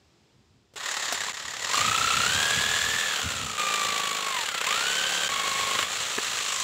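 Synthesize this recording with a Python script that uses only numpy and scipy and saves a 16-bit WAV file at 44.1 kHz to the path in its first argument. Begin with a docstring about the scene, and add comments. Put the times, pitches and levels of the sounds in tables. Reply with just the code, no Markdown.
"""Outdoors at a bench, close to a phone: a corded jigsaw starts up and saws a wooden block.
Four stretches follow one another with very short dips between. Filtered noise flares at both ends of each
stroke as blade rattle, phase-modulated sines on the crank angle make the gear whine and a thin whistle,
and resonators thump as the block. Decaying sines make slaps and knocks; shaped noise makes the wind."""
import sys
import numpy as np
from scipy import signal
from scipy.fft import rfft, irfft, next_fast_len
from scipy.io import wavfile
from scipy.ndimage import uniform_filter1d

SR = 44100
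rng = np.random.default_rng(int(sys.argv[2]) if len(sys.argv) > 2 else 0)


def dump(signal):
    """Clip the signal to [-1, 1] and save it as 16-bit WAV at the path in sys.argv[1]."""
    limited = np.clip(np.atleast_2d(signal).T, -1, 1)
    pcm = np.round(limited * 32767).astype(np.int16)
    wavfile.write(sys.argv[1], SR, pcm)


def gain_from_db(level_db):
    """Convert decibel levels to linear amplitude factors (20 dB per decade)."""
    decades = np.asarray(level_db, float) / 20
    return 10 ** decades


N = 292383
T = np.arange(N) / SR

# crank speed, one curve per stretch: time_s, speed_strokes_per_s
SPEED = [
    [(0.76, 17.36), (0.86, 18.88), (1.0, 17.52), (1.1, 16.6), (1.2, 16.38), (1.324, 17.58)],
    [(1.332, 18.5), (1.45, 18.07), (1.58, 16.96), (1.64, 20.56), (1.7, 23.62), (1.77, 26.83), (1.85, 29.24),
     (2.0, 31.27), (2.1, 31.59), (2.2, 31.3), (2.26, 33.32), (2.33, 36.32), (2.42, 37.91), (2.55, 38.78),
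     (2.85, 40.03), (2.95, 41.23), (3.05, 41.09), (3.13, 38.42), (3.22, 34.96), (3.32, 32.59),
     (3.45, 29.84), (3.574, 28.04)],
    [(3.58, 28.26), (3.9, 27.0), (4.1, 26.36), (4.3, 25.5), (4.37, 23.25), (4.45, 19.4), (4.53, 16.0),
     (4.61, 15.2), (4.65, 18.2), (4.68, 24.4), (4.72, 28.0), (4.77, 31.08), (4.85, 33.93), (4.95, 35.51),
     (5.1, 36.14), (5.284, 36.28)],
    [(5.292, 25.97), (5.5, 25.54), (5.83, 25.36), (5.9, 28.16), (6.0, 31.17), (6.15, 31.16), (6.3, 28.75),
     (6.45, 26.01), (6.63, 24.39)],
]
# shape of the stroke: time_s, flare_depth_db, bite (0-1), steady_gear_load (0-1), block_thump_db
STROKE = [(.76, 8.5, .3, .2, -64), (1.3, 7.5, .3, .2, -45), (1.34, 8.5, .3, .2, -60),
          (1.72, 7.5, 0.71, 0.05, -45.5), (2.2, 6.5, 0.87, 0.01, -44), (2.35, 7.5, 0.4, .2, -43),
          (2.8, 4, 0.72, 0.07, -47.5), (3.55, 6.5, 0.4, 0, -48), (3.6, 10, .25, 0.47, -40),
          (4.2, 9, 0.46, 0.26, -42), (4.4, 8.5, .2, 1, -46), (4.62, 13.5, 0.1, 1, -42),
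          (4.8, 8, 0.1, 0.54, -43.5), (5.27, 3, 0, 0.1, -42.5), (5.3, 5, 0.63, 0.23, -43.5),
          (5.82, 4, 0.84, 0.43, -40), (5.88, 4, 0.2, 0, -46.5), (6.63, 6, 0.1, .02, -53)]


def unit(x):
    """Scale to rms 1."""
    return x / np.sqrt(np.mean(x ** 2))


def curves(rows):
    """Columns of a table, joined by straight lines in time."""
    time_s, *columns = np.transpose(rows)
    return [np.interp(T, time_s, column) for column in columns]


def colour(x, points, lo_hz=0, hi_hz=SR):
    """Shape x by a (Hz, dB) spectrum, kept between two soft edges."""
    size = next_fast_len(N)
    f = np.maximum(np.arange(size // 2 + 1) * SR / size, 1)
    hz, db = np.transpose(points)
    gain = gain_from_db(np.interp(np.log(f), np.log(hz), db))
    edges = 1 / np.sqrt((1 + (lo_hz / f) ** 12) * (1 + (f / hi_hz) ** 12))
    return irfft(rfft(x, size) * gain * edges, size)[:N]


def ring(x, hz, width_hz):
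    """A resonance of given centre and width."""
    return signal.lfilter(*signal.iirpeak(hz, hz / width_hz, SR), x)


def walk(rate_hz):
    """Random levels, a new one rate_hz times a second with slides between, scaled to rms 1."""
    hold = int(SR / rate_hz)
    steps = np.repeat(rng.standard_normal(N // hold + 1), hold)
    return unit(uniform_filter1d(steps, hold)[:N])


def crank():
    """Crank angle in turns: the speed summed over time, starting afresh in each stretch."""
    # crank angle as each stretch begins: angle_turns
    start_turns = [.22, .335, .61, .385]
    turns = np.zeros(N)
    for start, speed in zip(start_turns, SPEED):
        on = T >= speed[0][0]
        turns[on] = start + np.cumsum(curves(speed)[0][on]) / SR
    return turns


def hump(phase, rise, shortness):
    """Swell over half a turn, 0 to 1: quick rise, slower fall."""
    fall = np.clip((1 - phase) / (1 - rise), 0, 1) ** shortness
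    return np.minimum(phase / rise, 1) * fall


def saw(turns):
    """Metal chatter that flares at each reversal of the blade, heard through block, body, housing and vents."""
    # blade rattle: time_s, rattle_db, housing_ring_db (re rattle)
    rattle_rows = [(.757, -37.5, -7), (.79, -41, -27), (.87, -32.5, -12), (1.11, -33.5, -10.5),
                   (1.32, -34.5, -15), (1.33, -39, -10), (1.6, -38, -10), (1.64, -33.5, -9),
                   (1.78, -27, -6.5), (1.91, -29, -6), (2.47, -27.5, -6.5), (3.07, -31, -6.5),
                   (3.17, -29.5, -11), (3.21, -32.5, -6), (3.5, -36.5, -3.5), (3.57, -35.5, -8),
                   (3.58, -32.5, -6), (3.77, -30, -7.5), (4.25, -32, -10), (4.47, -31.5, -8),
                   (4.52, -34, -12), (4.68, -28.5, -10.5), (5.16, -30.5, -5), (5.28, -31, -5),
                   (5.3, -31, -9), (5.74, -30, -7.5), (5.83, -28, -10.5), (5.86, -34.5, -7),
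                   (5.95, -32, -5), (6.16, -33.5, -4), (6.25, -32, -5), (6.63, -33, 1.5)]
    # spectrum of the rattle after the run-up: pitch_hz, density_db (per Hz)
    body_fast = [(120, -42), (200, -17.5), (299, -17), (455, -8.5), (817, -8), (879, -9.5), (1270, 0.5),
                 (2150, 1), (2890, 4), (3870, -2.5), (5090, -10), (7330, -6), (9130, -19.5), (14700, -24.5),
                 (15800, -14.5)]
    # spectrum of the rattle at crawling speed: pitch_hz, density_db (per Hz)
    body_slow = [(120, -45), (200, -15), (557, 0), (693, -3), (1440, -5), (1830, 0.5), (2360, -4.5),
                 (3100, -3.5), (7470, -16), (9300, -50), (15800, -43)]
    crawl_ends_s, run_up_s = 1.62, 0.29
    upstroke_db = 0.9  # over the downstroke

    rattle_db, housing_db = curves(rattle_rows)
    fast = np.clip((T - crawl_ends_s) / run_up_s, 0, 1)  # 0 in the opening crawl, 1 after the run-up
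    block_db = -13.5 + fast * (-12.5 + 13.5)  # re rattle
    vents_db = -13 + fast * (-12.5 + 13)  # re rattle
    rise = 0.079 + fast * (0.2 - 0.079)  # share of a half turn in which the flare rises
    depth_db, *_, thump_db = curves(STROKE)
    # the flare takes less of a slower stroke
    shortness = 1.1 * (30 / curves(np.concatenate(SPEED))[0]) ** 1.2

    half = 2 * turns % 1
    count = (2 * turns).astype(int)
    reversal = np.diff(count, prepend=0) != 0
    side = np.where(count % 2 == 0, .5, -.5)  # upstroke, downstroke
    clack_luck, flare_luck = rng.standard_normal((count.max() + 1, 2))[count].T
    flare_db = depth_db * (hump(half, rise, shortness) - .5) + side * upstroke_db + 0.58 * flare_luck

    # dense tooth and roller contacts of unequal size
    chatter = rng.standard_normal(N) * gain_from_db(1.4 * walk(500))
    # one clack a reversal as the holder takes up its play
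    clack_db = 1.6 * clack_luck + depth_db + side * upstroke_db - 9
    clack = signal.lfilter([1], [1, -.985], reversal * gain_from_db(clack_db)) * rng.standard_normal(N)
    drive = (chatter + clack) * gain_from_db(flare_db)
    drive = drive / np.sqrt(uniform_filter1d(drive ** 2, size=6000))

    noise = 0
    # block, body, housing, vents
    for db, lo, hi in [(block_db, 200, 950), (0, 950, 5200), (housing_db, 5200, 8800), (vents_db, 8800, 16500)]:
        running = unit(colour(drive, body_fast, lo, hi))
        crawling = unit(colour(drive, body_slow, lo, hi))
        band = fast * running + (1 - fast) * crawling
        noise = noise + gain_from_db(rattle_db + db + 0.36 * walk(25)) * band
    noise = noise + loose_parts(drive, count, rattle_db, fast)

    shove = reversal * np.where(side > 0, 1, -.4) * gain_from_db(.6 * flare_luck)
    return noise + gain_from_db(thump_db) * block_thump(shove)


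def loose_parts(drive, count, rattle_db, fast):
    """Loose shoe, guard and roller ring on the chatter; each half stroke shakes a different few of them."""
    # resonances: pitch_hz, width_hz, crawl_db (re rattle), full_speed_db (re rattle)
    parts = [(1180, 330, -13, -16.5), (1780, 320, -31, -25.5), (1910, 120, -15.5, -23),
             (3390, 310, -19, -17.5), (3770, 340, -14.5, -18.5), (4170, 300, -21, -16.5),
             (6500, 88, -20, -49), (6820, 81, -12.5, -20), (7190, 120, -10, -18), (7640, 180, -14, -18.5)]
    shaken = rng.standard_normal((count.max() + 1, len(parts)))[count].T
    total = 0
    for (hz, width_hz, slow_db, fast_db), share in zip(parts, shaken):
        part = unit(ring(drive * gain_from_db(2.7 * share), hz, width_hz))
        total = total + gain_from_db(rattle_db + slow_db + fast * (fast_db - slow_db)) * part
    return total


def block_thump(shove):
    """Every stroke shoves the block alike, so its resonances draw low lines at the stroke rate."""
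    # block resonances: pitch_hz, width_hz, level_db
    block_modes = [(198, 79, -1), (325, 148, -0.5), (440, 81, 4.5), (529.5, 79, 5), (620, 78, 1.5),
                   (760, 160, 4.5)]
    total = 0
    for hz, width_hz, db in block_modes:
        total = total + gain_from_db(db) * ring(ring(shove, hz, width_hz), hz, width_hz) / width_hz ** .5
    return unit(total)


def gears(turns):
    """Tooth tone and overtones, pressed hard while the blade bites and lightly on the return."""
    # gear load: time_s, tooth_tone_db, octave_db
    gear_rows = [(.76, -61, -58), (1.58, -61, -71), (1.71, -37, -44), (1.78, -28, -40), (2.15, -28, -34.5),
                 (2.33, -30.5, -33.5), (2.5, -29, -33.5), (3.08, -31, -39.5), (3.2, -40, -41),
                 (3.45, -40, -58), (3.57, -36, -60), (3.58, -29.5, -36.5), (3.75, -30, -36.5),
                 (4.2, -36.5, -46), (4.37, -33, -38.5), (4.44, -30, -42), (4.55, -62, -40),
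                 (4.68, -31, -40), (5.05, -34.5, -32), (5.28, -34.5, -35), (5.29, -33, -36.5),
                 (5.8, -32.5, -40.5), (5.9, -44, -42), (6.02, -58, -54), (6.27, -60, -60), (6.39, -45, -53),
                 (6.63, -38, -44)]
    # what the shell lets out: pitch_hz, gain_db
    shell = [(780, -20), (980, 1), (3900, 0.5), (5000, -8)]
    teeth_per_turn = 43
    tone_db, octave_db = curves(gear_rows)
    bite, steady = np.clip(curves(STROKE)[1:3], 0, 1)
    half, up = 2 * turns % 1, turns % 1 < .5
    press = np.where(up, 1, 1 - bite) * np.sin(np.pi * half ** 1.13) ** 2.0
    load = (steady + uniform_filter1d(press, size=40)) * gain_from_db(0.62 * walk(60))
    load = load / np.sqrt(uniform_filter1d(load ** 2, size=5000))

    # the crank slows while the blade bites, so the loud part of the tone sits flat
    slip_rad = 1.2 * bite ** 3.8  # of the tooth tone; grows steeply with bite
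    slip = slip_rad * np.sin(2 * np.pi * (turns - .2))
    teeth = 2 * np.pi * teeth_per_turn * turns - slip + 0.4 * walk(70)
    octave = np.sin(2 * teeth + 1.35 * (1 - steady) * walk(150))
    third = gain_from_db(-5.0) * np.sin(3 * teeth + 0.28 * walk(150))
    mesh = gain_from_db(tone_db) * np.sin(teeth) + gain_from_db(octave_db + 1.0 * walk(90)) * (octave + third)
    return np.sqrt(2) * colour(load * mesh, shell)


def motor_whistle(turns):
    """Thin motor whistle: one sine locked to the crank, its phase wandering a little."""
    # whistle: time_s, level_db
    whistle_rows = [(1.42, -80), (1.5, -53), (1.62, -55), (1.68, -80), (2.3, -80), (2.45, -60), (2.65, -64),
                    (2.8, -54), (3.05, -51), (3.2, -80)]
    cycles_per_turn = 319
    tone = np.sin(2 * np.pi * cycles_per_turn * turns + 1.0 * walk(77))
    return np.sqrt(2) * gain_from_db(curves(whistle_rows)[0]) * tone


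def struck(events, modes, crack_s):
    """Short rings of decaying sines with a crack of noise on top, fading by 1/e in crack_s."""
    out, t = np.zeros(N), T[:SR // 8]
    attack = np.minimum(t / 0.00049, 1)
    for start_s, db, lowest_hz, crack_db, hard_db in events:
        body = 0
        for multiple, mode_db, t60_s in modes:
            gain = gain_from_db(mode_db + hard_db * np.log2(multiple))
            body = body + gain * np.sin(2 * np.pi * multiple * lowest_hz * t) * 1000. ** (-t / t60_s)
        crack = gain_from_db(crack_db) * rng.standard_normal(len(t)) * np.exp(-t / crack_s)
        start = int(start_s * SR)
        out[start:start + len(t)] += gain_from_db(db) * (body + crack) * attack
    return colour(out, [(120, -19), (250, -1), (8000, -2.5), (10000, -14)])


def blade_slaps():
    """The hardest slaps of the blade holder: bright metal rings with a very short crack."""
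    # slaps: start_s, level_db, lowest_ring_hz
    slap_rows = [(0.799, -30, 1860), (0.859, -20, 1880), (0.9134, -22, 1720), (0.968, -24, 1310),
                 (1.023, -23.5, 1830), (1.0808, -22.5, 1886), (1.2163, -22, 1680), (1.255, -27, 1770),
                 (1.2847, -24, 1080), (1.347, -33, 1910), (1.3992, -35, 1300), (1.452, -35, 1140),
                 (1.508, -29, 1980), (1.5668, -35, 1980), (1.673, -30, 1024), (1.7434, -14.5, 1230),
                 (1.778, -14, 1180), (4.543, -26, 1316), (4.5772, -35, 1290), (4.6103, -30, 1280),
                 (4.638, -27, 1490), (5.79, -16, 1090), (5.8302, -26, 1040)]
    # slap rings: multiple_of_lowest_ring, level_db, t60_s
    slap_modes = [(1, 1, 0.038), (1.12, -13.5, 0.023), (1.9, -7, 0.015), (2.3, -3, .02), (3.6, -0.5, 0.016)]
    crack_db, hard_db = -2, 0  # crack re ring; hardness per octave
    return struck([(*row, crack_db, hard_db) for row in slap_rows], slap_modes, 0.0035)


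def knocks():
    """Trigger, shoe and block knocks: lower rings under a longer crack."""
    # knocks: start_s, level_db, lowest_ring_hz, crack_db, hardness_db_per_octave
    knock_rows = [(.737, -48, 514, 3, -6), (.758, -33.5, 425, 1, -8), (1.124, -19.5, 703, 4.5, 1.1),
                  (3.194, -25, 760, -1, 2), (6.1795, -24.5, 440, -1, 2.5), (6.184, -19, 406, -10, 3.5)]
    # knock rings: multiple_of_lowest_ring, level_db, t60_s
    knock_modes = [(.6, -9, 0.016), (1, 2.5, 0.027), (1.75, -2, 0.015), (2.4, -3, 0.017), (3.1, -3.5, 0.02),
                   (4.2, -2, 0.02), (6.4, -10, .02), (7.5, -19, .022)]
    return struck(knock_rows, knock_modes, 0.011)


def wind():
    """Gusty buffeting on the microphone: low noise swelling with the breeze and single gusts."""
    # the breeze between gusts: time_s, level_db
    breeze = [(0, -63.5), (1.05, -62.5), (1.2, -57.5), (1.68, -57), (1.8, -45), (2.9, -47.5), (3.0, -55),
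              (3.2, -61), (3.3, -44), (3.49, -42.5), (3.58, -57), (4.56, -61), (4.7, -57.5), (6.63, -58.5)]
    # gusts: centre_s, peak_db, length_s (between the 1/e points)
    gusts = [(1.146, -53, .04), (1.46, -60, 0.044), (1.808, -40, .04), (1.878, -36, 0.066),
             (2.01, -43, .05), (2.189, -38, .06), (2.28, -38, .03), (2.358, -36.5, 0.067),
             (2.58, -36.5, 0.047), (2.858, -47, .04), (2.95, -46, .04), (3.262, -34.5, .05),
             (3.357, -42, .03), (3.88, -57, .1), (5.34, -56, .1), (5.76, -49, .04), (5.83, -49, .04),
             (6.0, -53, .05), (6.182, -53, .03)]
    # spectrum of the wind: pitch_hz, density_db (per Hz)
    wind_colour = [(12, -56), (20, -33), (61, -4), (91, -0.5), (118, -1.5), (195, -7), (300, 1.5),
                   (390, -35), (660, -120)]
    rumble = unit(colour(rng.standard_normal(N) * gain_from_db(1.1 * walk(30)), wind_colour, 36, 227))
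    blow = gain_from_db(curves(breeze)[0] + 2.5 * walk(12))  # 2.5 dB of flutter
    for centre_s, db, length_s in gusts:
        blow = blow + gain_from_db(db) * np.exp(-(2 * (T - centre_s) / length_s) ** 2)
    return blow * rumble


def yard():
    """Faint distant hiss: coloured noise that drifts slowly in level."""
    # spectrum of the hiss: pitch_hz, density_db (per Hz)
    yard_colour = [(120, -39), (200, -30), (326, 1.5), (494, -4), (560, -7), (804, -7), (864, -8),
                   (1690, -12.5), (3670, -12), (4550, -14), (4980, -12), (6190, -18), (7420, -17),
                   (9720, -32), (15000, -36)]
    hiss = unit(colour(rng.standard_normal(N), yard_colour))
    return gain_from_db(-65.5) * hiss * gain_from_db(0.86 * walk(2.2))


def scene():
    """Saw from its start on, with slaps, knocks and surroundings; the level dips briefly between stretches."""
    # dips between stretches: from_s, to_s
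    dips = [(1.3235, 1.3305), (3.5735, 3.5775), (5.2835, 5.289)]
    turns = crank()
    running = np.clip((T - SPEED[0][0][0]) / 0.002, 0, 1)
    machine = running * (saw(turns) + gears(turns) + motor_whistle(turns))
    mix = machine + blade_slaps() + knocks() + wind() + yard()
    for from_s, to_s in dips:
        mix = mix * np.clip(np.maximum(from_s - T, T - to_s) / .0015, .03, 1)
    return mix[None]


def low_pass(x):
    """Removes everything above the highest recorded frequency."""
    return signal.sosfilt(signal.butter(12, 16670, fs=SR, output="sos"), x)


def record(dry):
    """The phone drops the deep bass, rounds the loudest peaks and cuts the top."""
    bass_cut = signal.butter(2, 45, "high", fs=SR, output="sos")
    top_cut = signal.ellip(10, .2, 60, 15600, fs=SR, output="sos")
    rounded = np.tanh(2.263 * signal.sosfilt(bass_cut, dry)) / 2.73
    finished = signal.sosfilt(top_cut, rounded)
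    return low_pass(finished)


dry = scene()
out = record(dry)
dump(out)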